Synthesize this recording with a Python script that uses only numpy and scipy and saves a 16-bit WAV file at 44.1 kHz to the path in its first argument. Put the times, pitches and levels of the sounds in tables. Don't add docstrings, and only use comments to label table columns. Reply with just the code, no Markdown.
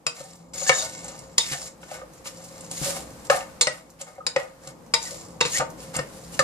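import sys
import numpy as np
from scipy import signal
from scipy.fft import rfft, irfft, next_fast_len
from scipy.io import wavfile
from scipy.ndimage import uniform_filter1d, map_coordinates

SR = 44100
rng = np.random.default_rng(int(sys.argv[2]) if len(sys.argv) > 2 else 0)


def store_wav(level_fs):
    pcm = np.round(np.clip(np.atleast_2d(level_fs), -1, 1) * 32767)
    wavfile.write(sys.argv[1], SR, pcm.T.astype(np.int16))


N = 283563
t = np.arange(N) / SR

# f/Hz, level/dB per Hz
FAN_SPECTRUM = [(15, -45), (25, -44.5), (98, -2), (162, 0), (216, -1.5), (324, -1.5), (386, -9.5), (525, 2),
                (601, -8.5), (834, -8.5), (1250, -13.5), (1430, -51), (2500, -45), (3250, -46),
                (5500, -120)]
# f/Hz, width/Hz before 1 Hz is added, level/dB against the air rush
FAN_TONES = [(59.2, 12, -12.5), (169.8, 6.6, -6), (533, 4.2, -9.5)]
# t/s, relative level/dB
LOW_BACKGROUND_LEVEL = [(0.0, -64), (.8, -50.5), (2.04, -56.5), (3, -49), (4.06, -61), (5.5, -49.5),
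                        (6.43, -49)]
# f/Hz, level/dB per Hz
SIZZLE_SPECTRUM = [(820, 7), (1400, 6), (3420, -4.5), (4910, -2.5), (8020, -2.5), (12600, -12),
                   (14100, -15), (15400, -41)]
# t/s, level/dB
SIZZLE_LEVEL = [(0.0, -62.5), (.45, -63), (.95, -59), (1.7, -54.5), (2.5, -55), (3.2, -53), (3.55, -52.5),
                (4.1, -62.5), (4.55, -57.5), (5.3, -54), (6.43, -49)]
# f/Hz, level/dB per Hz
FIZZ_SPECTRUM = [(1500, -5.5), (3400, -3), (6300, -2), (9500, 0), (13000, -12.5), (14800, -26),
                 (15400, -47)]
# t/s, level/dB against the hiss of the stroke
STIRRED_LEVEL = [(0.0, 3.5), (.6, -6.5), (1.1, -7), (1.5, -2), (1.9, -2), (2.3, 2.5), (2.7, -2),
                 (2.85, 4.5), (3.0, 6), (3.6, 2.5), (4.4, 2), (5.0, -3.5), (5.5, -2.5), (5.95, 3.5),
                 (6.43, 2.5)]
# f/Hz, correlation (1 = identical)
ALIKE = [(60, 0.24), (130, 0.95), (300, 0.68), (700, 0.57), (1500, 0.043), (14900, .02)]

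# f/Hz, width/Hz before 5 Hz and damping, relative level/dB,
# level/dB gained when the side is struck and lost when the bottom is
PAN_MODES = [(481, 14, -6, 8), (527, 30, 0, -7), (565, 40, -4, -4), (640, 8, -3, 6), (760, 25, -5, -5),
             (912, 8, -3, 6), (1184, 25, -9, 4), (1250, 45, -2, -5), (1491, 8, -3, 4), (1772, 30, -2, -5),
             (1811, 30, -1, -3), (1958, 35, -4, 3), (2168, 35, 1, -2), (2367, 22, -5, 2),
             (2800, 120, -8, 0), (3740, 22, 0, 2), (4160, 30, -4, 1), (4530, 35, -6, 0), (4738, 30, -3, -1),
             (4990, 30, -4, 2), (5440, 60, -8, 0), (6725, 60, -2, 0), (6975, 55, -5, 2), (7240, 70, -7, 0),
             (7540, 110, -8, 0), (8220, 90, -7, 0)]
# f/Hz, relative level/dB
WALL = [(300, -23.5), (1000, -15.5), (3000, -6.5), (5000, -8), (8000, -16.5), (11000, -29.5), (15000, -65)]
# t/s, rise t/s, hold t/s, f/Hz, level/dB, left over right level/dB
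SINGS = [(0.064, 0.0033, 0.0096, 2530, -27.5, 6.5), (0.066, 0.0034, 0.01, 4890, -26, 4),
         (0.57, 0.011, 0.068, 6800, -39, 17), (0.658, 0.034, 0.04, 1773, -27.5, -2),
         (0.667, 0.015, 0.012, 6700, -28, 10), (0.694, 0.0035, 0.0067, 2160, -14.5, 9),
         (0.696, 0.0039, 0.013, 529, -25, 1), (0.723, 0.0098, 0.094, 3720, -40, 12),
         (0.726, 0.02, 0.055, 6850, -31.5, 9.5), (0.79, 0.015, 0.012, 4660, -36, 8),
         (1.379, 0.0024, 0.0099, 5024, -21, 3), (1.384, 0.009, 0.021, 3710, -27.5, -2),
         (1.467, 0.052, 0.038, 1794, -43, 5), (1.519, 0.0036, 0.022, 1793, -38.5, 7),
         (1.545, 0.0026, 0.01, 732, -41, 1), (1.597, 0.02, 0.053, 6800, -48, 4),
         (1.909, 0.0049, 0.018, 565, -52, -3), (2.014, 0.0026, 0.0056, 1223, -38, -5),
         (2.018, 0.0026, 0.018, 597, -44, -3), (2.744, 0.024, 0.03, 6670, -41, 10),
         (2.851, 0.0075, 0.052, 553, -35.5, 1), (3.299, 0.0039, 0.0039, 1697, -21, 9.5),
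         (3.3, 0.0013, 0.0065, 534, -22, -2), (3.3, 0.0047, 0.015, 1244, -20.5, 1),
         (3.3, 0.0033, 0.026, 759, -26, 2), (3.335, 0.0094, 0.049, 682, -33.5, -9),
         (3.612, 0.002, 0.02, 4240, -26, -4), (3.67, 0.0031, 0.0061, 8420, -32.5, -6),
         (3.672, 0.0045, 0.0073, 1900, -28.5, 11), (3.671, 0.0048, 0.0075, 568, -28.5, 1),
         (4.203, 0.0051, 0.0099, 1268, -40, -1), (4.265, 0.0031, 0.0056, 4910, -29.5, 18),
         (4.36, 0.0027, 0.013, 1956, -32, 5), (4.361, 0.0027, 0.0086, 553, -24.5, 3.5),
         (4.939, 0.0037, 0.008, 5025, -20, 11), (4.94, 0.0025, 0.022, 3796, -29, -6),
         (5.047, 0.019, 0.026, 1910, -45, -4), (5.11, 0.0053, 0.029, 530.0, -43.5, 3),
         (5.406, 0.00325, 0.021, 3760, -29, -6), (5.5, 0.045, 0.029, 6730, -38.5, 20),
         (5.535, 0.019, 0.012, 1850, -30.5, 3), (5.556, 0.0055, 0.025, 2074, -39, 3),
         (5.597, 0.0032, 0.0072, 1248, -23, 4), (5.61, 0.0014, 0.0082, 543, -25, 0),
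         (5.987, 0.0035, 0.011, 1832, -31.5, 9.5), (6.335, 0.0065, 0.014, 2810, -48, -3),
         (6.391, 0.003, 0.0055, 8900, -28, -7), (6.393, 0.0069, 0.011, 1239, -19, -7),
         (6.392, 0.0019, 0.0035, 1785, -15, 10.5)]
# t/s, relative strength level/dB, hardness/dB per octave,
# hollowness/dB per octave squared, relative thud level/dB, contact t/s (60 dB decay)
KNOCKS = [(0.066, -27, 3, 1.97, -51, 0.0056), (0.203, -46, 0.7, 2, -55, 0.032),
          (0.616, -44.5, -2.5, 2, -69, 0.0092), (0.694, -14, -0.5, -0.86, -41, 0.011),
          (1.044, -55, 3.5, 5, -62, 0.016), (1.081, -47, 4.5, 3, -58, 0.027),
          (1.19, -60, 5, 5.5, -56, 0.0087), (1.381, -20.5, 7.5, 0.95, -51, 0.013),
          (1.515, -36, 5, 0.6, -42, 0.032), (1.831, -44, -4, -1.7, -72, 0.012),
          (1.914, -51, -3, 3, -64, 0.01), (2.016, -54, -7, 0.5, -73, 0.028),
          (2.257, -41, -2, -1.5, -60, 0.034), (2.607, -61.5, 11, 2.5, -73, 0.018),
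          (2.712, -46.5, 5, 4, -49.5, 0.016), (2.815, -58.5, -4, 2.5, -36.5, 0.03),
          (3.299, -18.5, -2, 0.67, -48, 0.016), (3.611, -20, 6.5, 1, -60, 0.039),
          (3.67, -21, 1, 0.4, -46.5, 0.015), (4.013, -45, 6, 3, -70, 0.033),
          (4.181, -59.5, -5, 3, -74, 0.036), (4.266, -23.5, 4.5, 0.5, -59.5, 0.0155),
          (4.362, -22.5, -1, -0.5, -46, 0.0099), (4.673, -45, 4, 2.4, -51, 0.0126),
          (4.938, -14.5, 3.5, 0.54, -51, 0.018), (5.406, -27, 3.5, 0.5, -70, 0.069),
          (5.41, -14, 1.2, 0, -43.5, 0.016), (5.452, -23, 2.5, 0.5, -45, 0.095),
          (5.596, -39.5, -4, -0.1, -39.5, 0.013), (5.954, -36, 4, -1, -55, 0.018),
          (5.964, -44, 10.5, 2.5, -38.5, 0.017), (5.989, -28, -2, 0.14, -35.5, 0.042),
          (6.392, -19, 1.5, 1.13, -41.5, 0.036)]
ON_SIDE = [0.066, 1.381, 3.611, 4.266, 4.938, 5.406, 5.41, 5.452]
BLOW_EDGES = np.array([[np.inf], [7700], [5800], [3000], [1500], [720], [450]])
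BLOW_REACH_DB = np.array([14.7, 19.5, 30.6, 33.2, 30.2, 24.63])
OCTAVES = np.array([2.2, 1.8, 1, 0, -1, -2])
# t/s, rise t/s, hold t/s, fall t/s, hiss level/dB,
# hardness/dB per octave, weight level/dB
STROKES = [(0.133, 0.04, 0.039, 0.38, -49.5, 5, -52.5), (0.533, 0.0041, 0.024, 0.076, -41, 11, -47.5),
           (0.555, 0.06, 0.16, 0.62, -38, 5, -48), (0.579, 0.0031, .004, .02, -37, 4, -65),
           (0.664, 0.029, 0.0032, 0.012, -26, 7, -61), (0.728, 0.062, 0.06, 0.064, -37, 13.5, -41),
           (0.773, 0.004, 0.0092, .02, -57, 6, -65), (1.023, 0.012, 0.057, 0.31, -53.5, 3, -49),
           (1.376, 0.0048, 0.15, 0.04, -42, 1.5, -75), (1.503, 0.014, 0.16, 0.078, -45, 8, -55),
           (1.515, .006, 0.014, 0.027, -40, -1.5, -48), (1.801, 0.022, 0.0069, 0.12, -52.5, 7, -72),
           (1.86, 0.084, 0.015, 0.1, -46.5, 2.5, -41.5), (2.116, 0.026, 0.033, 0.14, -61.5, 12, -74),
           (2.241, 0.031, 0.0036, 0.08, -41.5, 3, -57), (2.297, 0.13, 0.25, 0.11, -53.5, 7, -55),
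           (2.694, 0.025, 0.063, 0.097, -43, 7, -65), (2.787, 0.046, 0.074, 0.018, -36, 12, -44.5),
           (2.893, 0.032, 0.049, 0.16, -42.5, 6.5, -44), (3.056, 0.17, 0.046, 0.086, -59, 17, -57),
           (3.246, 0.004, 0.022, 0.018, -54, 27, -62), (3.298, 0.0039, 0.039, 0.16, -38.5, 0.5, -30),
           (3.706, 0.027, 0.026, 0.18, -54, 1, -47.5), (3.986, 0.031, 0.0027, 0.02, -46.5, 1, -43),
           (4.051, 0.021, 0.019, 0.22, -60, 5, -50.5), (4.376, 0.012, 0.018, 0.16, -52, 2, -42),
           (4.591, 0.1, 0.0089, 0.062, -51.5, 10, -48), (4.985, 0.048, 0.082, 0.33, -41, 9, -50.5),
           (5.448, 0.11, 0.033, 0.015, -32.5, 5.5, -63), (5.546, 0.017, 0.01, 0.033, -49.5, -2.5, -40.5),
           (5.595, 0.004, 0.021, 0.018, -48.5, 0.5, -27), (5.764, 0.041, 0.0093, 0.28, -49.5, 3.5, -64),
           (5.93, 0.022, 0.0097, 0.11, -44, 0.5, -34), (6.042, 0.12, 0.17, 0.077, -55.5, 20, -70),
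           (6.319, 0.029, .005, 0.031, -45.5, 14, -73), (6.367, .005, 0.0067, 0.033, -53, 23, -73)]
FRICTION_EDGES = np.array([[np.inf], [5800], [3000], [1400], [440]])
# t/s, relative level/dB
SPITS = [(0.355, -35.5), (2.135, -34), (2.44, -26), (3.1038, -32), (3.901, -34.5), (4.152, -43),
         (4.8628, -41), (5.701, -29.5)]

# f/Hz, t60 t/s
KITCHEN = [(200, 0.32), (2000, 0.25), (10000, 0.19)]
# f/Hz, phase/rad
PORT_LEAD = [(260, -1.9), (690, 0.77), (1290, 1.59), (2410, 1.54), (3300, 2.5), (4390, -1.5), (6720, -1.5),
             (13500, -2)]
# f/Hz, left over right level/dB
PORT_DB = [(60, -1.5), (200, 1.5), (700, 2), (2370, 1), (4380, 1.5), (8090, -0.5), (14900, -17.5)]

TOP_HZ = 15500
STROKE_FALL_DB = 30
SING_FALL_S = 0.016
SING_SHARP, SING_BLUR_HZ = 110, 22
BLOW_RISE_S, SLOWER_DB = 0.0016, .25
PUSH_DB, PUSH_GROWS, PUSH_DEEP_DB = -5.5, 0.087, 3
MID_DB = -9
ASIDE_DB = 4
ONIONS_DAMP = 1.5
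ROCKING_DB = -12
THUD_HZ = 420
OPPOSED = np.array([[.5], [-.5]])


def amp(db):
    return 10 ** (np.asarray(db) / 20)


def unit(x):
    return x / np.sqrt(np.mean(x ** 2) + 1e-20)


def along(points, hz):
    f, v = np.transpose(points)
    return np.interp(np.log(hz + 1), np.log(f + 1), v)


def curves(rows):
    s, *columns = np.transpose(rows)
    return np.array([np.interp(t, s, column) for column in columns])


def wobble(rate):
    knots = rng.standard_normal(int(N * rate / SR) + 4)
    return map_coordinates(knots, [t * rate])


def filtered(x, response):
    m = next_fast_len(N + SR // 2)
    return irfft(rfft(x, m) * response(np.fft.rfftfreq(m, 1 / SR)), m)[..., :N]


def peak(f, hz, width):
    return 1j * f * width / (hz * hz - f * f + 1j * f * width)


def rush(spectrum, source):
    def response(hz):
        turn = np.arccos(np.clip(along(ALIKE, hz), -1, 1)) / 2
        return amp(along(spectrum, hz)) * [np.cos(turn), np.sin(turn)]
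    mid, side = filtered(source, response)
    return unit(np.array([mid + side, mid - side]))


def fan():
    air = amp(1.5 * wobble(7)) * rush(FAN_SPECTRUM, rng.standard_normal((2, N)))
    tones = np.zeros(N)
    for hz, width, db in FAN_TONES:
        tone = filtered(rng.standard_normal(N), lambda f: peak(f, hz, width + 1) ** 2)
        tones += amp(db) * unit(tone)
    return amp(curves(LOW_BACKGROUND_LEVEL) + 4.5) * (air + tones)


def sizzle(hiss):
    def grains():
        size = amp(2.1 * rng.exponential(size=(2, N)))
        present = rng.random((2, N)) < .03
        spikes = unit(size * present * rng.standard_normal((2, N)))
        return spikes * .45 + rng.standard_normal((2, N))
    steady_level = amp(curves(SIZZLE_LEVEL) + 1.5 * wobble(8))
    steady = steady_level * rush(SIZZLE_SPECTRUM, grains())
    fizz_level = amp(curves(STIRRED_LEVEL) + 1.5 * wobble(60)) * hiss
    return steady + fizz_level * rush(FIZZ_SPECTRUM, grains())


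def stroke(u, rise, hold, fall):
    rise = max(rise, .0015)
    onset = np.clip(u / rise, 0, 1)
    return onset * amp(-STROKE_FALL_DB * np.clip(u - rise - hold, 0, 2) / fall)


def sings():
    out, u = np.zeros((2, N + SR)), np.arange(SR // 4) / SR
    flutter = np.pad(amp(2.5 * wobble(90)), (0, SR))
    for s, rise, hold, hz, db, left_db in SINGS:
        start = round(s * SR)
        jolt_size = np.sqrt(2 * np.pi * (hz / SING_SHARP + SING_BLUR_HZ) / SR)
        jolts = np.cumsum(rng.standard_normal(len(u))) * jolt_size
        phase = 2 * np.pi * hz * u + uniform_filter1d(jolts, size=round(2 * SR / hz))
        tone = np.sqrt(2) * np.sin(phase)
        tone *= stroke(u, rise, hold, SING_FALL_S) * flutter[start:][:len(u)]
        out[:, start:][:, :len(u)] += amp(db + left_db * OPPOSED) * tone
    return out[:, :N]


def pan_rings(force, edges, place, dull_hz, damping, wall_db, spot_db, wander):
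    m = next_fast_len(N + SR // 2)
    f = np.fft.rfftfreq(m, 1 / SR)
    modes = np.array([(-1) ** k * amp(db + place * side_db) * peak(f, hz, (width + 5) * damping)
                      for k, (hz, width, db, side_db) in enumerate(PAN_MODES)])

    def steep(u):
        return 1 / (1 + np.sqrt(2) * u + u * u) ** 2
    s = 1j * (f + 1)
    ranges = steep(s / edges[:-1]) * steep(edges[1:] / s) * steep(s / dull_hz)

    near = amp(10 * np.array([wobble(wander) for _ in range(3)]))
    shares = near / np.linalg.norm(near, axis=0)
    favour_db = spot_db * rng.standard_normal((3, 1, 1, len(PAN_MODES)))
    favour_db = favour_db + ASIDE_DB * rng.standard_normal((3, 2, 1, len(PAN_MODES)))
    spots = amp(favour_db - favour_db.mean(axis=0))

    out = 0
    for share, spot in zip(shares, spots):
        response = ranges * (amp(along(WALL, f) + wall_db) + spot @ modes)
        response /= np.sqrt(np.mean(abs(response) ** 2, axis=(0, 2), keepdims=True))
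        out = out + (rfft(force * share, m) * response).sum(axis=1)
    return irfft(out, m)[:, :N]


def knocks():
    force = np.zeros((2, len(OCTAVES), N + SR))
    u = np.arange(SR // 8) / SR
    for s, db, hard_db, hollow_db, _, contact in KNOCKS:
        rise = BLOW_RISE_S * amp(-SLOWER_DB * hard_db)
        rattle = amp(-60 * u / contact) * (1 - np.exp(-u / rise)) ** 2
        rattle *= rng.standard_normal(len(u))
        blow = np.tile(0.52 * rattle / np.linalg.norm(rattle), (len(OCTAVES), 1))
        push = amp(PUSH_DB + PUSH_GROWS * hard_db - PUSH_DEEP_DB * OCTAVES)
        blow[:, 8:11] += push[:, None] * np.hanning(5)[1:4] / 2.29
        colour_db = db + hard_db * OCTAVES + hollow_db * OCTAVES ** 2 + BLOW_REACH_DB
        on_side = int(np.isclose(s, ON_SIDE, atol=.0025).any())
        force[on_side, :, round(s * SR):][:, :len(u)] += amp(colour_db)[:, None] * blow
    force = force[..., :N]
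    settings = dict(dull_hz=11500, wall_db=6.0, spot_db=2, wander=8)
    bottom = pan_rings(force[0], BLOW_EDGES, -1, damping=ONIONS_DAMP, **settings)
    side = pan_rings(force[1], BLOW_EDGES, 1, damping=1, **settings)
    return bottom + side


def thuds(weight):
    push = amp(ROCKING_DB + 23.5) * weight * rng.standard_normal((2, N))
    for s, *_, db, _ in KNOCKS:
        lean_db = rng.normal(0, 2.3) * np.array([1, -1])
        push[:, round(s * SR)] += amp(db + 66.0 + lean_db)

    def rocking(f):
        main = peak(f, 141.0, 14) * peak(f, 198, 290)
        low = amp(-15.5) * peak(f, 79, 59)
        high = amp(-12.5) * peak(f, 278, 29)
        return (main + low + high) / (1 + 1j * f / THUD_HZ) ** 2
    return filtered(push, rocking)


def kitchen(x):
    out, step = np.zeros((2, N + 2 * SR)), SR // 3
    for start in range(0, N, step):
        hz, u, z = signal.stft(rng.standard_normal((2, SR // 2)), SR, nperseg=256)
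        decay = amp(-60 * u / along(KITCHEN, hz)[:, None])
        tail = signal.istft(z * decay, SR, nperseg=256)[1]
        tail = tail / np.linalg.norm(tail[0])
        wet = signal.fftconvolve(x[None, start:start + step], tail, axes=1)
        out[:, start + 130:][:, :wet.shape[1]] += wet
    return out[:, :N]


def pressure():
    out = np.zeros((4, N))
    for s, rise, hold, fall, hiss_db, hard_db, weight_db in STROKES:
        range_db = [[hiss_db], [hiss_db - hard_db + MID_DB], [hiss_db - 2 * hard_db], [weight_db]]
        out += amp(range_db) * stroke(t - s, rise, hold, fall)
    return out


def scrape(push):
    flutter = wobble(60) + 2 * np.array([wobble(120) for _ in FRICTION_EDGES[1:]])
    slips = rng.standard_normal((4, N)) * amp(3.5 * wobble(350) + wobble(25) + flutter)
    return pan_rings(unit(slips) * push, FRICTION_EDGES, 0, dull_hz=26400, damping=0.91,
                     wall_db=1.5, spot_db=5, wander=45)


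def spits():
    puffs, u = np.zeros(N + SR), np.arange(SR // 20) / SR
    for s, db in SPITS:
        decay = amp(db - 6.5 - 60 * u / 0.076)
        puffs[round(s * SR):][:len(u)] += decay * rng.standard_normal(len(u))
    return filtered(puffs[:N], lambda f: peak(f, 6700, 4700) ** 2)


def scene():
    push = pressure()
    pan = knocks() + scrape(push) + sings() + spits()
    ports = filtered(pan, lambda f: np.exp(1j * OPPOSED * along(PORT_LEAD, f)))
    room = amp(-7.0) * kitchen(pan.mean(axis=0))
    return ports + room + thuds(push[3]) + sizzle(push[0]) + fan()


def record(dry):
    heard = filtered(dry, lambda hz: amp(OPPOSED * along(PORT_DB, hz)))
    heard = heard / (1 + (heard / .88) ** 8) ** (1 / 8)
    return filtered(heard, lambda hz: hz < TOP_HZ)


dry = scene()
out = record(dry)
store_wav(out)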